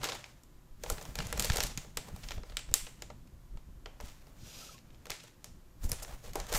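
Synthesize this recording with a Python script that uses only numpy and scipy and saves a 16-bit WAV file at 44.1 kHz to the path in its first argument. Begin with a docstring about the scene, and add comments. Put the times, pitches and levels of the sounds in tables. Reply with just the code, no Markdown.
"""Foil bags in a cardboard box

A hand pulls stiff foil-plastic bags out of a foam-lined box, close to the microphone in a small room.
Each crease snaps with one brief click, followed by a quick cluster of echoes from the box walls.
The film rustles and rings; the box booms softly and slides once over the table, hissing and squeaking.
Bumps travel through the table and reach the microphone as low rumble above a quiet room tone."""
import sys
import numpy as np
from scipy import signal
from scipy.fft import rfft, irfft, next_fast_len
from scipy.io import wavfile

SR = 44100
rng = np.random.default_rng(int(sys.argv[2]) if len(sys.argv) > 2 else 0)


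def dump_mix(stems):
    """Bounce the given channels to the path in sys.argv[1] as a 16-bit WAV at rate SR."""
    frames = np.atleast_2d(stems).T  # one column per channel
    limited = np.clip(frames, -1, 1)  # hard clip at full scale
    pcm = np.round(limited * 32767).astype(np.int16)
    wavfile.write(sys.argv[1], SR, pcm)


N = 290178
T = np.arange(N) / SR

# snapping creases: (time [s], knock on the box [dB], film crack [dB], bright tick [dB], panel ring [Hz])
SNAPS = [(.0168, -28, -25, -50, 3080), (0.0331, -7, -15, -17.5, 4700), (0.042, -45, -7, -12, 1400),
         (0.0885, -14, -10.5, -27, 4810), (0.1208, -16.5, -13, -31, 3820), (0.2417, -40, -17.5, -52, 2400),
         (.4348, -51, -46, -35, 6900), (0.8365, -15, -18, -18, 6130), (.862, -19, -22.5, -40, 3250),
         (0.8999, -5.5, -17.5, -7, 7500), (0.9819, -19, -19.5, -37, 1670), (1.0123, -21, -25.5, -32, 6050),
         (1.0252, -46, -30, -25, 7900), (1.0531, -20.5, -26, -27, 5550), (1.1548, -22, -15, -17.5, 2440),
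         (1.1884, -16, -9, -19, 2940), (1.2032, -18, -12, -28, 1700), (1.2692, -26, -34, -20, 6490),
         (1.3269, -10, -10, -13.5, 7800), (1.3961, -22, -6.5, -5, 6840), (1.424, -34, -11.5, -9, 6900),
         (1.4461, -10.5, -28, -7, 4500), (1.4548, -35, -29, -15, 6400), (1.4993, -16, -3, -16, 1700),
         (1.52, -31, -10, -21, 2920), (1.57, -21, -9.5, -8, 6100), (1.5817, -12, -25, -20, 2070),
         (1.6046, -20, -3, -10, 5570), (1.6288, -38, -24, -12, 3800), (1.636, -21, -10.5, -7, 4460),
         (1.7753, -32, -11.5, -16, 6500), (1.8479, -25, -42, -47, 4480), (1.9718, -15, -8, -10, 7500),
         (2.1621, -27.5, -31, -28.5, 1040), (2.2869, -37, -17, -29, 5400), (2.308, -17.5, -16.5, -26, 3540),
         (2.434, -24, -30, -56, 5130), (2.498, -30, -28.5, -54, 4290), (2.522, -33, -29, -52, 1750),
         (2.5698, -30.5, -5, -15.5, 7700), (2.592, -28, -18.5, -27, 2950), (2.689, -29, -30, -53, 1600),
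         (2.7134, -33, -32, -34, 800), (2.74, -17.5, -3, 4.5, 7460), (2.868, -26, -19, -39, 3000),
         (3.0216, -23.5, -18, -22, 6900), (3.1017, -24, -24.5, -47, 900), (3.5726, -37, -32, -43.5, 936),
         (3.859, -18, -19, -48, 3200), (4.0019, -22.5, -21.5, -36.5, 970), (4.0088, -25, -30, -29.5, 2290),
         (4.2692, -33, -36.5, -41, 1400), (4.781, -40, -35, -50, 2700), (4.7884, -45, -35, -46, 5440),
         (4.9042, -47.5, -37.5, -62, 3120), (4.946, -53.5, -37.5, -51, 3230),
         (5.0555, -27.5, -25.5, -29.5, 1120), (5.0682, -27.5, -27, -31.5, 1420),
         (5.0985, -20, -19, -28, 2700), (5.1036, -19.5, -13.5, -12.5, 7350), (5.1169, -37, -11, -32, 2460),
         (5.2381, -34, -44, -33, 8160), (5.2784, -36, -37.5, -38.5, 7000), (5.4433, -31, -25, -21, 5390),
         (5.8348, -29.5, -36, -31, 6950), (5.8415, -33, -28.5, -28, 6970), (5.9173, -18, -16, -6.5, 11300),
         (6.0228, -32, -33, -37, 7080), (6.0484, -26, -25, -41, 5470), (6.334, -42, -27, -25, 6340),
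         (6.3556, -4, -15.5, -13.5, 796), (6.4008, -18, -15, -21, 6150), (6.4676, -44, -26, -27, 6840),
         (6.5201, -7, -24, -25, 5170), (6.5269, -22, -14, -12.5, 6270), (6.5385, -24, -11.5, -14, 6640)]
# handling bumps: (time [s], level [dB], direction [push +1, pull -1], width [s])
BUMPS = [(0.038, -42, 1, 0.0049), (.72, -41, 1, 0.02), (0.831, -41, -1, 0.012), (0.923, -29.5, 1, 0.0059),
         (1.091, -41, 1, 0.0031), (1.197, -29, -1, 0.0048), (1.357, -34, 1, 0.0066),
         (1.404, -33, 1, 0.0026), (1.452, -35, -1, 0.0024), (1.506, -16.5, -1, 0.0046),
         (1.543, -41, 1, 0.0034), (1.585, -32, -1, 0.007), (1.653, -35, 1, 0.0027), (1.779, -32, 1, 0.0018),
         (1.98, -39, 1, 0.0028), (2.142, -30.5, -1, 0.0039), (2.327, -44, 1, 0.0038),
         (2.378, -31.5, 1, 0.0094), (2.684, -41, -1, 0.006), (2.719, -27.5, 1, 0.0097),
         (2.83, -34, 1, 0.015), (3.55, -36.5, 1, 0.019), (4.041, -33, -1, 0.0095),
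         (5.111, -42.5, 1, 0.0033), (5.853, -22.5, -1, 0.0069), (5.894, -33, -1, 0.013),
         (5.926, -31, 1, 0.0044), (5.962, -45, 1, 0.0059), (6.028, -38, -1, 0.017), (6.14, -48, 1, 0.016),
         (6.284, -37, 1, 0.01), (6.41, -41, -1, .012), (6.554, -25, 1, 0.011)]
# limits of a crease's knock, body, crack, tick and air bands: (frequency [Hz])
BAND_EDGES_HZ = [400, 750, 1800, 5000, 9000, 16000]


def from_db(db):
    """Amplitude ratio of a level in decibels."""
    return 10 ** (np.asarray(db) / 20)


def unit_rms(x):
    """Normalisation to unit mean power."""
    return x / np.sqrt(np.mean(x ** 2) + 1e-20)


def band(x, low_hz, high_hz):
    """Butterworth band-pass filtering."""
    return signal.sosfilt(signal.butter(2, [low_hz, high_hz], "band", fs=SR, output="sos"), x + 1e-18)


def coloured(x, spectrum):
    """Spectral shaping by a curve of (frequency [Hz], level [dB]), at unit rms."""
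    hz, level_db = np.transpose(spectrum)
    size = next_fast_len(N)
    bin_hz = np.arange(size // 2 + 1) * SR / size + 1
    gain = from_db(np.interp(np.log(bin_hz), np.log(hz), level_db))
    return unit_rms(irfft(rfft(x, size) * gain, size)[:N])


def drift(corner_hz):
    """Random modulation: low-passed noise of about unit rms."""
    steps_per_s = 200
    steps = rng.standard_normal(int(N / SR * steps_per_s) + 2)
    pole = np.exp(-2 * np.pi * corner_hz / steps_per_s)
    slow = signal.lfilter([1], [1, -2 * pole, pole * pole], steps)
    return np.interp(T * steps_per_s, np.arange(len(slow)), unit_rms(slow))


def resonator(x, hz, t60):
    """Damped harmonic oscillator: a unit impulse starts a decaying sine of amplitude 1."""
    r, w = from_db(-60 / (t60 * SR)), 2 * np.pi * hz / SR
    return signal.lfilter([0, np.sin(w)], [1, -2 * r * np.cos(w), r * r], x + 1e-18)


def noise_floor(noise_db=-66):
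    """Stationary noise of room and microphone, with faint tones that waver in level."""
    # room tone and microphone hiss: (frequency [Hz], relative density [dB])
    spectrum = [(59, -64.5), (100, -6.5), (163, 0.5), (207, -27.5), (235, -3.5), (368, -5), (446, -16.5),
                (507, -10), (778, -15), (1030, -14), (2360, -22), (14500, -27.5), (16500, -38)]
    # steady-pitched hum: (frequency [Hz], median rms level [dB])
    hum = [(120, -71), (242, -84.5), (1001, -86)]
    tones = sum(from_db(db + 4 * drift(2.2)) * np.sqrt(2) * np.sin(2 * np.pi * hz * T) for hz, db in hum)
    return from_db(noise_db) * coloured(rng.standard_normal(N), spectrum) + tones


def room(x, first_wall_s=0.0082):
    """Reverberation: diffuse echoes follow the first wall reflection, each band at its own decay rate."""
    # octave bands of the echoes: (centre [Hz], gain [dB], t60 [s])
    octaves = [(320, 2.5, 0.11), (730, -7, 0.16), (1520, -10.5, 0.42), (2920, -9, 0.4), (4700, -13, 0.23),
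               (7700, -8.5, 0.39), (12000, -13.5, 0.27)]
    age = np.arange(SR // 2) / SR
    response = 0
    for hz, db, t60 in octaves:
        tail = band(rng.standard_normal(len(age)), hz / 1.4, min(hz * 1.4, 17000))
        tail *= from_db(-60 * age / t60)
        bandwidth_hz = .69 * hz
        response += from_db(db) * tail / np.sqrt(np.sum(tail ** 2) * SR / 2 / bandwidth_hz)
    delay = np.zeros(round(first_wall_s * SR))
    return signal.fftconvolve(x, np.r_[delay, response])[:N]


def shudder(relative_db, half_width_s):
    """Amplitude envelope of the vibration around each bump: a Gaussian swell."""
    return sum(from_db(db + relative_db) * np.exp(-((T - s) / half_width_s) ** 2) for s, db, *_ in BUMPS)


def rumble():
    """Structure-borne sound: lumpy low noise and single soft bumps carried through the table."""
    # handling rumble between the bumps: (time [s], deep band [dB], low band [dB])
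    levels = [(0.0, -60, -49), (0.44, -60, -66.5), (1.52, -45.5, -46.5), (1.89, -54, -58),
              (2.09, -61, -54.5), (2.29, -43.5, -55.5), (2.46, -47, -60.5), (2.67, -52, -65.5),
              (3.11, -56, -56), (3.54, -52.5, -68), (4.07, -52.5, -64.5), (4.82, -61, -60),
              (5.77, -56.5, -65), (5.99, -47.5, -56.5), (6.27, -53, -59.5), (6.58, -47, -58)]
    times, *columns = np.transpose(levels)
    deep_gain, low_gain = (from_db(np.interp(T, times, db, left=-120, right=-120)) for db in columns)
    deep_gain += shudder(relative_db=-13.5, half_width_s=0.031)
    low_gain += shudder(relative_db=-20.5, half_width_s=0.013)
    deep = deep_gain * unit_rms(band(rng.standard_normal(N), 9.24, 43.8))
    low = low_gain * unit_rms(band(rng.standard_normal(N), 53, 188.7)) * from_db(2 * drift(25))
    lumps = from_db(3 * drift(7))   # both bands swell and sink together
    pulses, age = np.zeros(N + 2000), np.arange(-1000, 1000) / SR
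    for s, db, direction, width in BUMPS:
        at = round(s * SR)
        pulses[at - 1000:at + 1000] += direction * from_db(db) * np.exp(-(age / (0.55 * width)) ** 2)
    bumps = band(pulses[:N], 6.2, 400)   # the filter's overshoot makes each bump spring back
    return (deep + low) * lumps + bumps


def slide(level_db=-52, start_s=4.333, fastest_s=4.603, stop_s=4.842):
    """Friction noise follows the box's speed; its reflection in the table top acts as a comb filter."""
    # friction hiss: (frequency [Hz], relative density [dB])
    spectrum = [(290, -12), (500, -3.5), (924, -10.5), (1330, -9.5), (2040, -12), (2460, -5.5),
                (4360, -6.5), (5000, -4.5), (5840, -5), (7500, -10), (15100, -18.5), (16500, -38)]
    # what the table top reflects: (frequency [Hz], relative density [dB])
    echo_spectrum = [(600, -18), (2500, -19), (5800, 7), (8500, -6.5), (16000, -27)]
    echo_gain, echo_delay_s = 0.11, .0012
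    hiss = rng.standard_normal(N) * from_db(1.25 * drift(40))
    echo = echo_gain * np.roll(coloured(hiss, echo_spectrum), round(echo_delay_s * SR))
    progress = np.interp(T, [start_s, fastest_s, stop_s], [0, .5, 1])
    swell = np.abs(np.sin(np.pi * progress)) ** 1.44
    return from_db(level_db) * swell * coloured(hiss + echo, spectrum)


def squeaks(rise_s=0.0065):
    """Stick-slip friction: the slowing box catches on the table in short, rough tones."""
    # box catching as it slides: (time [s], frequency [Hz], level [dB], t60 [s])
    catches = [(4.612, 1330, -44, .03), (4.628, 1310, -42, 0.043), (4.69, 1290, -43, 0.055),
               (4.741, 1080, -50.5, 0.1)]
    tones, age = np.zeros(N), T[:SR // 10]
    for s, hz, db, t60 in catches:
        at = round(s * SR)
        envelope = from_db(db - 60 * age / t60) * np.tanh(age / rise_s)
        tones[at:at + len(age)] += envelope * np.sin(2 * np.pi * hz * age)
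    roughness = from_db(3.7 * drift(60))
    return tones * roughness


def box(x, coupling_db=-31.5):
    """Modal resonance: the hollow box rings briefly with whatever crackles in it."""
    # air and wall modes: (frequency [Hz], relative level [dB], t60 [s])
    modes = [(361, -1.5, 0.075), (504, 0, 0.0875), (610, -2, 0.069), (695, -10, 0.014), (780, -24.5, 0.015),
             (1062, -10.5, 0.023), (1396, -7.5, 0.034)]
    ringing = sum(from_db(db) * resonator(x, hz, t60) * 2 * np.pi * hz / SR for hz, db, t60 in modes)
    return from_db(coupling_db) * ringing


def grip_gains(rise_db_per_s=403.5, fall_db_per_s=108.5):
    """Incoherent sources add in power: grips rise, hold and fade in the middle, dull and bright bands."""
    # fingers pressing or dragging the film: (time [s], hold [s], middle [dB], dull [dB], bright [dB])
    grips = [(0.044, 0.031, -44.5, -47, -62), (0.234, 0.019, -64, -74.5, -82),
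             (0.842, .03, -59.5, -74, -61), (0.9, 0.0091, -53.5, -52, -53),
             (1.02, 0.088, -59.5, -59.5, -61), (1.192, 0.041, -50, -55.5, -62),
             (1.325, 0.056, -58, -57, -67), (1.403, 0.045, -44, -65, -53), (1.55, 0.054, -45, -49, -63),
             (1.793, 0.0079, -58, -64, -63), (2.03, 0.061, -64.5, -59, -66), (2.15, 0.15, -61, -71, -64),
             (2.275, 0.015, -59, -68, -64), (2.46, 0.16, -67, -69, -74), (2.763, .01, -50.5, -77, -62),
             (2.99, .03, -68, -76, -83), (3.88, 0.064, -81, -67, -99), (4.041, 0.042, -57, -66.5, -66),
             (4.232, 0.15, -75, -70, -74), (4.853, 0.22, -77, -73.5, -88), (5.133, 0.0081, -50, -70, -77),
             (5.46, .01, -70, -72, -83), (5.829, .04, -64.5, -64, -62), (5.922, 0.0092, -50.5, -57, -61),
             (6.04, 0.085, -64, -59, -65), (6.14, 0.046, -65.5, -71, -67), (6.246, 0.018, -59.5, -67, -65),
             (6.37, 0.023, -57, -52.5, -65), (6.535, .04, -42.5, -45, -49)]
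    t = np.arange(N // 64 + 1) * 64 / SR
    power = np.zeros((3, len(t)))
    for s, hold, *band_db in grips:
        loss_db = rise_db_per_s * np.maximum(s - t, 0) + fall_db_per_s * np.maximum(t - s - hold, 0)
        power += from_db(np.array(band_db)[:, None] - loss_db) ** 2
    return [np.interp(T, t, np.sqrt(p)) for p in power]


def rustle(clicks_per_s=3000, spread_db=3, clump_db=4, hiss_gain=0.49):
    """Shot noise: countless small creases click at random, in clumps of loudness, over a soft hiss."""
    # rustling film: (frequency [Hz], relative density [dB])
    spectrum = [(150, -28), (250, -17.5), (438, -12), (570, -3), (1130, -10.5), (1350, -11.5),
                (6400, -16.5), (13600, -23), (16500, -7.5)]
    sizes = from_db(spread_db * np.minimum(rng.exponential(1, N), 3.5)) * rng.choice([-1, 1], N)
    clicks = sizes * (rng.random(N) < clicks_per_s / SR)
    grains = unit_rms(clicks * from_db(clump_db * np.tanh(drift(25))))
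    film = coloured(grains + hiss_gain * rng.standard_normal(N), spectrum)
    middle, dull, bright = grip_gains()
    return (dull * unit_rms(band(film, 250, 1500))
            - middle * unit_rms(band(film, 1500, 9000))   # inverted to add at the crossovers
            + bright * unit_rms(band(film, 9000, 16000)))


def panels(cycles_per_t60=18, relative_db=-6.5):
    """Free vibration: the panel of film beside each snapping crease rings briefly at its own pitch."""
    rings, age = np.zeros(N + 2048), T[:2048]
    for s, _, crack_db, tick_db, hz in SNAPS:
        tone = np.sin(2 * np.pi * hz * age) * from_db(-60 * age * hz / cycles_per_t60)
        gain = from_db(max(crack_db, tick_db) + relative_db)
        at = round(s * SR)
        rings[at:at + len(age)] += gain * tone / np.linalg.norm(tone)
    return rings[:N]


def filter_bank(trains):
    """Band synthesis from one pulse train a band; alternating signs make neighbours add at crossovers."""
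    bands = zip(trains, BAND_EDGES_HZ, BAND_EDGES_HZ[1:])
    return sum((-1) ** k * band(x, low, high) * np.sqrt(SR / 2 / (3.46 * (high - low)))
               for k, (x, low, high) in enumerate(bands))


def echo_trains(events, envelopes, lead_samples=0, top_fade=1, echoes_per_s=7000):
    """Early reflections arrive at random under each envelope, by band; also bare clicks of equal energy."""
    span = envelopes.shape[1]
    chance, size = rng.random((len(events), 2, span)).transpose(1, 0, 2)
    clusters = (chance < echoes_per_s / SR) * (2 * size - 1) * envelopes
    clusters[:, 0] = 0.67 * envelopes[:, 0]   # a snap's direct click
    clusters /= np.linalg.norm(clusters, axis=1, keepdims=True)
    tops = clusters * top_fade   # for the tick and air bands
    tops /= np.linalg.norm(tops, axis=1, keepdims=True)
    trains, clicks = np.zeros((2, len(BAND_EDGES_HZ) - 1, N + span))
    for (s, knock_db, crack_db, tick_db, _), cluster, top in zip(events, clusters, tops):
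        body_db, air_db = (knock_db + crack_db) / 2 - 2, tick_db - 2
        gains = from_db([knock_db, body_db, crack_db, tick_db, air_db])
        at = min(round(s * SR), N - 1) - lead_samples
        trains[:, at:at + span] += gains[:, None] * np.array([cluster] * 3 + [top] * 2)
        clicks[:, at + lead_samples] += gains
    return trains[:, :N], clicks[:, :N]


def creases(echo_t60_s=0.029, top_fade_t60_s=0.036):
    """Buckling: a crease snaps with one click, then echoes off the box walls; crumples swell and fade."""
    # soft crumples: (middle time [s], knock [dB], crack [dB], tick [dB], length before limiting [s])
    crumples = [(.053, -21, -8, -16, 0.021), (0.097, -29, -10, -21.5, 0.012),
                (.151, -40, -21, -25.5, 0.0082), (0.923, -30, -22, -20, .011),
                (1.377, -15.5, -16, -17, 0.0078), (1.404, -10, -18, -10.5, 0.0043),
                (1.536, -20, -13, -15.5, .015), (1.56, -10, -16, -11, 0.0083),
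                (1.585, -12, -12, -16, 0.0046), (1.669, -28, -20, -16.5, 0.0097),
                (2.087, -21, -30, -31.5, 0.0081), (2.239, -34, -18.5, -29, 0.017),
                (2.32, -28, -13.5, -28, 0.0083), (2.381, -21.5, -29, -49, 0.0062),
                (3.275, -50.5, -38.5, -44.5, 0.0083), (4.057, -40, -36, -31, .015),
                (5.204, -54, -21.5, -40, 0.01), (5.849, -35, -36, -19.5, .03),
                (5.896, -22.5, -33, -16, 0.0098), (5.93, -19.5, -26, -17, 0.0097),
                (6.031, -20.5, -28, -15, 0.013), (6.246, -23.5, -30, -29, 0.064),
                (6.281, -25, -38, -33, 0.0099), (6.494, -20, -18.5, -22, 0.021),
                (6.553, -10.5, -6, -6.5, 0.016), (6.571, -21, -16, -6, 0.027)]
    age, middle = T[:2048], 1024
    decays = np.tile(from_db(-60 * age / echo_t60_s), (len(SNAPS), 1))
    top_fade = from_db(-60 * age / top_fade_t60_s)   # extra decay: the tick is shorter than the crack
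    snaps, snap_clicks = echo_trains(SNAPS, decays, top_fade=top_fade)
    half_widths_s = np.clip(np.array(crumples)[:, -1:], .002, .03) / 2
    gaussians = np.exp(-((age - middle / SR) / half_widths_s) ** 2)
    swells, swell_clicks = echo_trains(crumples, gaussians, lead_samples=middle)
    return filter_bank(snaps + swells), filter_bank(snap_clicks + swell_clicks)


def scene():
    """Superposition of the film's sound, the box, the room's echoes and the background."""
    crackle, bare_clicks = creases()
    rings = panels()
    fine_rustle = rustle()
    echoes = room(bare_clicks + rings)
    boom = box(from_db(8.5) * crackle + fine_rustle)   # blows ring the box more than the rustle does
    bags = crackle + rings + fine_rustle
    return (bags + boom + echoes + slide() + squeaks() + rumble() + noise_floor())[None]


def record(dry):
    """Frequency response of the microphone: treble peaks and a dip, a roll-off, then a steep cut."""
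    # peaks and dip of the capsule: (centre [Hz], width [Hz], gain [dB])
    capsule = [(6900, 1200, 2.5), (9630, 2200, -2.5), (12260, 3400, 2.5)]
    for hz, width, db in capsule:
        w, gain = 2 * np.pi * hz / SR, from_db(db / 2)
        damping = np.sin(w) * width / hz / 2
        numerator = [1 + damping * gain, -2 * np.cos(w), 1 - damping * gain]
        denominator = [1 + damping / gain, -2 * np.cos(w), 1 - damping / gain]
        dry = signal.lfilter(numerator, denominator, dry)
    rolled_off = signal.sosfilt(signal.butter(6, 16000, fs=SR, output="sos"), dry)
    return signal.sosfilt(signal.cheby2(12, 80, 17000, fs=SR, output="sos"), rolled_off)


dry = scene()
out = record(dry)
dump_mix(out)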